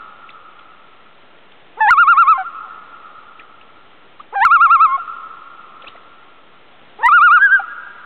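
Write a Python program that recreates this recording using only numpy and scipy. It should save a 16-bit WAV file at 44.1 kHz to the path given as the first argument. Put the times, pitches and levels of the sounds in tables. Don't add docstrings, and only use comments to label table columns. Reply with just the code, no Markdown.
import sys
import numpy as np
from scipy import signal
from scipy.fft import rfft, irfft, next_fast_len
from scipy.io import wavfile
from scipy.ndimage import uniform_filter1d, map_coordinates

SR = 44100
rng = np.random.default_rng(int(sys.argv[2]) if len(sys.argv) > 2 else 0)


def dump_mix(stems):
    frames = np.atleast_2d(stems).T
    limited = np.clip(frames, -1, 1)
    pcm = np.round(limited * 32767).astype(np.int16)
    wavfile.write(sys.argv[1], SR, pcm)


N = 355005


def loon():
    return creaks() + low_notes() + trills() + high_trill()


# start/s, end/s, first crest/s, period/s, arch/s, trough f/Hz, drift/(Hz/s), depth/Hz, level/dB, attack/s
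TRILLS = [(1.904, 2.385, 1.910, .0980, .085, 1110, -120, 321, -4.6, .004),
          (4.449, 4.976, 4.444, .0969, .085, 1099, -100, 320, -3.8, .003),
          (7.082, 7.396, 7.059, .0956, .094, 1140, 60, 291, -3, .006)]
TRILL_HARMONICS = [-1.5, -25, -32.5, -42, -49.5]
# f/Hz, level/dB
TRILL_SWELL = [(1020, -19), (1100, -10), (1150, -6.5), (1210, -2.6), (1320, 1.2), (1430, 3.9)]

def trills():
    notes = [quaver(row, throb_db=2, grow_db_per_s=6, release_s=.014) for row in TRILLS]
    notes = [(start, hz, db + along(TRILL_SWELL, hz)) for start, hz, db in notes]
    return syrinx(notes, TRILL_HARMONICS, jitter=.0006, edge_s=.0016, push_db=.8)


HIGH_TRILLS = [(7.328, 7.602, 7.346, .0975, .088, 1532, -430, 168, -3.2, .085)]
HIGH_HARMONICS = [0, -28, -49.5]

def high_trill():
    notes = [quaver(row, throb_db=12, grow_db_per_s=-14, release_s=.01) for row in HIGH_TRILLS]
    return syrinx(notes, HIGH_HARMONICS, jitter=.001, edge_s=.004)


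def quaver(row, throb_db, grow_db_per_s, release_s, stamina_s=.51):
    start, end, crest, period, arch_s, trough_hz, drift_hz_per_s, depth_hz, db, attack_s = row
    t = clock(end - start)
    lift = np.zeros(len(t))
    while crest < end:
        tired = np.clip((crest - start) / stamina_s, 0, 1) ** 6.5
        off_crest = np.minimum(np.abs(start + t - crest) / (arch_s / 2), 1)
        lift += (1 - tired) * (1 - off_crest ** 2.4) ** 2
        crest += period * (1 + tired)
    level_db = db + grow_db_per_s * t - throb_db * (1 - lift)
    level_db += fade_db(t, attack_s) + fade_db(t[::-1], release_s)
    return start, trough_hz + drift_hz_per_s * t + depth_hz * lift, level_db


# start/s, upswing/s, break/s, f/Hz, sagged f/Hz, break f/Hz, level/dB, swell/dB
OPENINGS = [(1.804, 1.871, 1.907, 880, 800, 1110, -11, 1.2),
            (4.353, 4.402, 4.453, 806, 762, 1125, -16.2, 6.6),
            (7.029, 7.03, 7.085, 865, 885, 1045, -15.5, 5.8)]
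# t/s, length/s, f/Hz, level/dB
DROPS = [(2.377, .065, 785, -21), (4.975, .03, 735, -30), (7.594, .034, 800, -20.5)]
LOW_HARMONICS = [0.5, -8, -22.5, -26.5, -31]

def low_notes(sag_db_per_s=30, sink_hz_per_s=1000):
    notes = []
    for start, upswing, end, hz, sagged_hz, break_hz, db, swell_db in OPENINGS:
        t = clock(end - start)
        down = np.interp(start + t, [start, upswing], [0, 1])
        up = np.interp(start + t, [upswing, end], [0, 1])
        pitch_hz = hz + (sagged_hz - hz) * down ** 2.5 + (break_hz - sagged_hz) * up ** 1.25
        onset_db = -8 * np.exp(-t / .005)
        level_db = db + onset_db - sag_db_per_s * t + swell_db * np.sin(.9 * np.pi * up) ** 2
        notes.append((start, pitch_hz, level_db))
    for start, length_s, hz, db in DROPS:
        t = clock(length_s)
        notes.append((start, hz - sink_hz_per_s * t, db + fade_db(t[::-1], length_s=.028)))
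    return syrinx(notes, LOW_HARMONICS, jitter=.003, edge_s=.0035, push_db=1.3)


# t/s, length/s, final level/dB
CREAKS = [(1.77, .038, -33.5), (4.324, .032, -31.5), (6.987, .045, -33.5)]
CREAK_HARMONICS = [-1, 5, -2, -23.5, -18.5]

def creaks(from_hz=395, to_hz=620, grow_db=7):
    notes = []
    for start, length_s, db in CREAKS:
        progress = clock(length_s) / length_s
        pitch_hz = from_hz + (to_hz - from_hz) * progress ** 1.5
        notes.append((start, pitch_hz, db - grow_db * (1 - progress)))
    return syrinx(notes, CREAK_HARMONICS, jitter=.03, edge_s=.004)


# f/Hz, level/dB
THROAT = [(1550, -1), (1760, 5), (1980, 6.5), (2200, 2), (2650, -0.5), (2850, -1), (3200, -7.5), (3900, -3),
          (4150, -16.5), (5500, -8), (7000, -22.5)]

def syrinx(notes, harmonics_db, jitter, edge_s, push_db=0):
    track = np.zeros(N)
    for start, hz, db in notes:
        size = len(hz)
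        effort_db = push_db * np.tanh(np.gradient(np.log(hz)) * SR / 5)
        phase = 2 * np.pi * np.cumsum(hz * (1 + jitter * wobble(500, size))) / SR
        wave = amp(harmonics_db[0] + effort_db) * np.sin(phase)
        for k, level_db in enumerate(harmonics_db[1:], 2):
            flicker_db = 1.3 * wobble(73, size)
            wave += amp(level_db + k * effort_db + along(THROAT, k * hz) + flicker_db) * np.sin(k * phase)
        t = np.arange(size) / SR
        gate = np.clip(np.minimum(t, t[::-1]) / edge_s, 0, 1)
        add(track, start, np.sqrt(2) * amp(db) * gate * wave)
    return track


# f/Hz, t60/s
WOODS_T60 = [(300, 1.1), (800, 1), (1400, 1.78), (2800, 1.4), (5000, 1.1)]
HILLS_T60 = [(300, 4.5), (800, 3.5), (1400, 4.03), (2800, 2.9), (5000, 1.1)]
# f/Hz, level/dB
TREE_SCATTER = [(400, -7.5), (800, -7), (1100, -2.5), (1400, -8.5), (1700, -7.5), (2000, -10), (2800, -9.5),
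                (4000, -9.5)]

def echoes(voice, earlier_s, earlier_db):
    lead = 4 * SR
    calls = np.pad(voice, (lead, 0))
    first_call = voice[:3 * SR]
    add(calls, lead / SR - earlier_s, amp(earlier_db) * first_call)
    behind_bird = amp(-29) * shore(WOODS_T60, delay_s=.065, rise_s=.019)
    across_lake = amp(-22) * shore(WOODS_T60, delay_s=.25, rise_s=.0077)
    distant = amp(-33.3) * shore(HILLS_T60, delay_s=.65, rise_s=.088)
    answer = behind_bird + across_lake + distant
    add(answer, .27, amp([-22.5]))
    tails = signal.fftconvolve(calls, answer)[lead:lead + N]
    return filtered(tails, lambda hz: amp(along(TREE_SCATTER, hz)))


def shore(t60s, delay_s, rise_s):
    hz, t, noise = signal.stft(rng.standard_normal(3 * SR), SR, nperseg=256)
    envelope = amp(-60 * t / along(t60s, hz)[:, None]) * (1 - np.exp(-t / rise_s))
    tail = signal.istft(noise * envelope, SR, nperseg=256)[1]
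    answer = np.zeros(4 * SR)
    add(answer, delay_s, tail / np.linalg.norm(tail))
    return answer


# t/s, level/dB, f/Hz
LAPS = [(.294, -36, 2430), (.306, -41, 3550), (.595, -42, 2800), (1.523, -45, 3000), (3.397, -35.5, 2600),
        (3.614, -41, 2500), (5.824, -39, 2850), (5.842, -37, 640), (5.847, -38, 2100), (5.884, -28, 3500),
        (5.953, -41, 600), (5.966, -40.5, 2260)]
# t/s, level/dB, start f/Hz
PLIPS = [(3.408, -41, 1560), (4.205, -30, 1000), (5.875, -33.5, 2200)]

def bank_water(lap_width_ratio=.52, plip_s=.022, plip_rise_ratio=1.42, splash_db=-13, splash_t60_s=.17):
    sounds = []
    for at_s, db, hz in LAPS:
        t = clock(.012 * np.sqrt(2500 / hz))
        phase = 2 * np.pi * hz * t
        band = wobble(lap_width_ratio * hz, len(t)) * np.sin(phase)
        band += wobble(lap_width_ratio * hz, len(t)) * np.cos(phase)
        sounds.append((at_s, db, band))
    for at_s, db, hz in PLIPS:
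        pitch_hz = hz * plip_rise_ratio ** (clock(plip_s) / plip_s)
        sounds.append((at_s, db, np.sin(2 * np.pi * np.cumsum(pitch_hz) / SR)))
    track = np.zeros(N)
    t = clock(.25)
    for at_s, db, wave in sounds:
        start = at_s - len(wave) / SR / 2
        add(track, start, amp(db) * np.hanning(len(wave)) * unit(wave))
        add(track, start, amp(db + splash_db - 60 * t / splash_t60_s) * rng.standard_normal(len(t)))
    return track


# f/Hz, level/dB
HUSH_SPECTRUM = [(25, -11.5), (80, -9), (170, -4), (350, -.5), (800, -1), (1200, -4), (1900, -5),
                 (3200, -6.5), (3900, -10.5)]

def forest_hush(level_db=-48.5):
    noise = filtered(rng.standard_normal(N), lambda hz: amp(along(HUSH_SPECTRUM, hz)) * (hz < CAMERA_HZ / 2))
    return amp(level_db + .73 * wobble(2.3, N)) * unit(noise)


def amp(db):
    return 10 ** (np.asarray(db) / 20)


def unit(x):
    return x / np.sqrt(np.mean(np.abs(x) ** 2) + 1e-20)


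def clock(length_s):
    return np.arange(round(length_s * SR)) / SR


def fade_db(t, length_s):
    return 40 * np.log10(np.clip(t / length_s, .01, 1))


def along(points, hz):
    f, values = np.transpose(points)
    return np.interp(np.log(hz + 1), np.log(f + 1), values)


def add(track, at_s, x):
    part = track[round(at_s * SR):][:len(x)]
    part += x[:len(part)]


def wobble(knots_per_s, size):
    knots = rng.standard_normal(int(size * knots_per_s / SR) + 4)
    return map_coordinates(knots, [np.arange(size) * knots_per_s / SR])


def filtered(x, response):
    size = next_fast_len(len(x) + SR // 2)
    return irfft(rfft(x, size) * response(np.fft.rfftfreq(size, 1 / SR)), size)[:len(x)]


def scene():
    voice = loon()
    return (voice + echoes(voice, earlier_s=2.7, earlier_db=-2) + bank_water() + forest_hush())[None]


def gain_control(x, ceiling_db, attack_db_per_s, release_db_per_s):
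    power = uniform_filter1d(uniform_filter1d(x ** 2, size=90), size=90)
    excess_db = np.maximum(10 * np.log10(np.abs(power) + 1e-12) - ceiling_db, 0)
    t = np.arange(N) / SR
    cut_db = np.minimum.accumulate(excess_db - attack_db_per_s * t) + attack_db_per_s * t
    cut_db = np.maximum.accumulate(cut_db + release_db_per_s * t) - release_db_per_s * t
    return x * amp(-cut_db)


def overload(x, limit, crackle, thump_db, thump_hz):
    excess = x - np.clip(x, -limit, limit)
    ragged = np.clip(1 + crackle * wobble(7000, N), .8, 3)
    shove = signal.sosfilt(signal.butter(2, thump_hz, fs=SR, output="sos"), 1. * (excess != 0))
    return x - excess * ragged - amp(thump_db) * shove


CAMERA_HZ, TOP_HZ, DC_OFFSET = 7938, 15500, -.005
# f/Hz, level/dB
CAMERA_BAND = [(3700, 0), (4000, -0.5), (4200, -3), (4400, -12), (4700, -43.5)]

def record(dry):
    held = gain_control(dry[0], ceiling_db=-7, attack_db_per_s=850.5, release_db_per_s=295.5)
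    samples = map_coordinates(held, [np.arange(0, N + 8, SR / CAMERA_HZ)])
    aliased = signal.resample_poly(samples, SR, CAMERA_HZ)[:N]
    narrow = filtered(aliased, lambda hz: amp(along(CAMERA_BAND, hz)))
    clipped = overload(narrow, limit=.72, crackle=.37, thump_db=-21.5, thump_hz=200) + DC_OFFSET
    return filtered(clipped, lambda hz: np.clip((TOP_HZ - hz) / 800, 0, 1))[None]


dry = scene()
out = record(dry)
dump_mix(out)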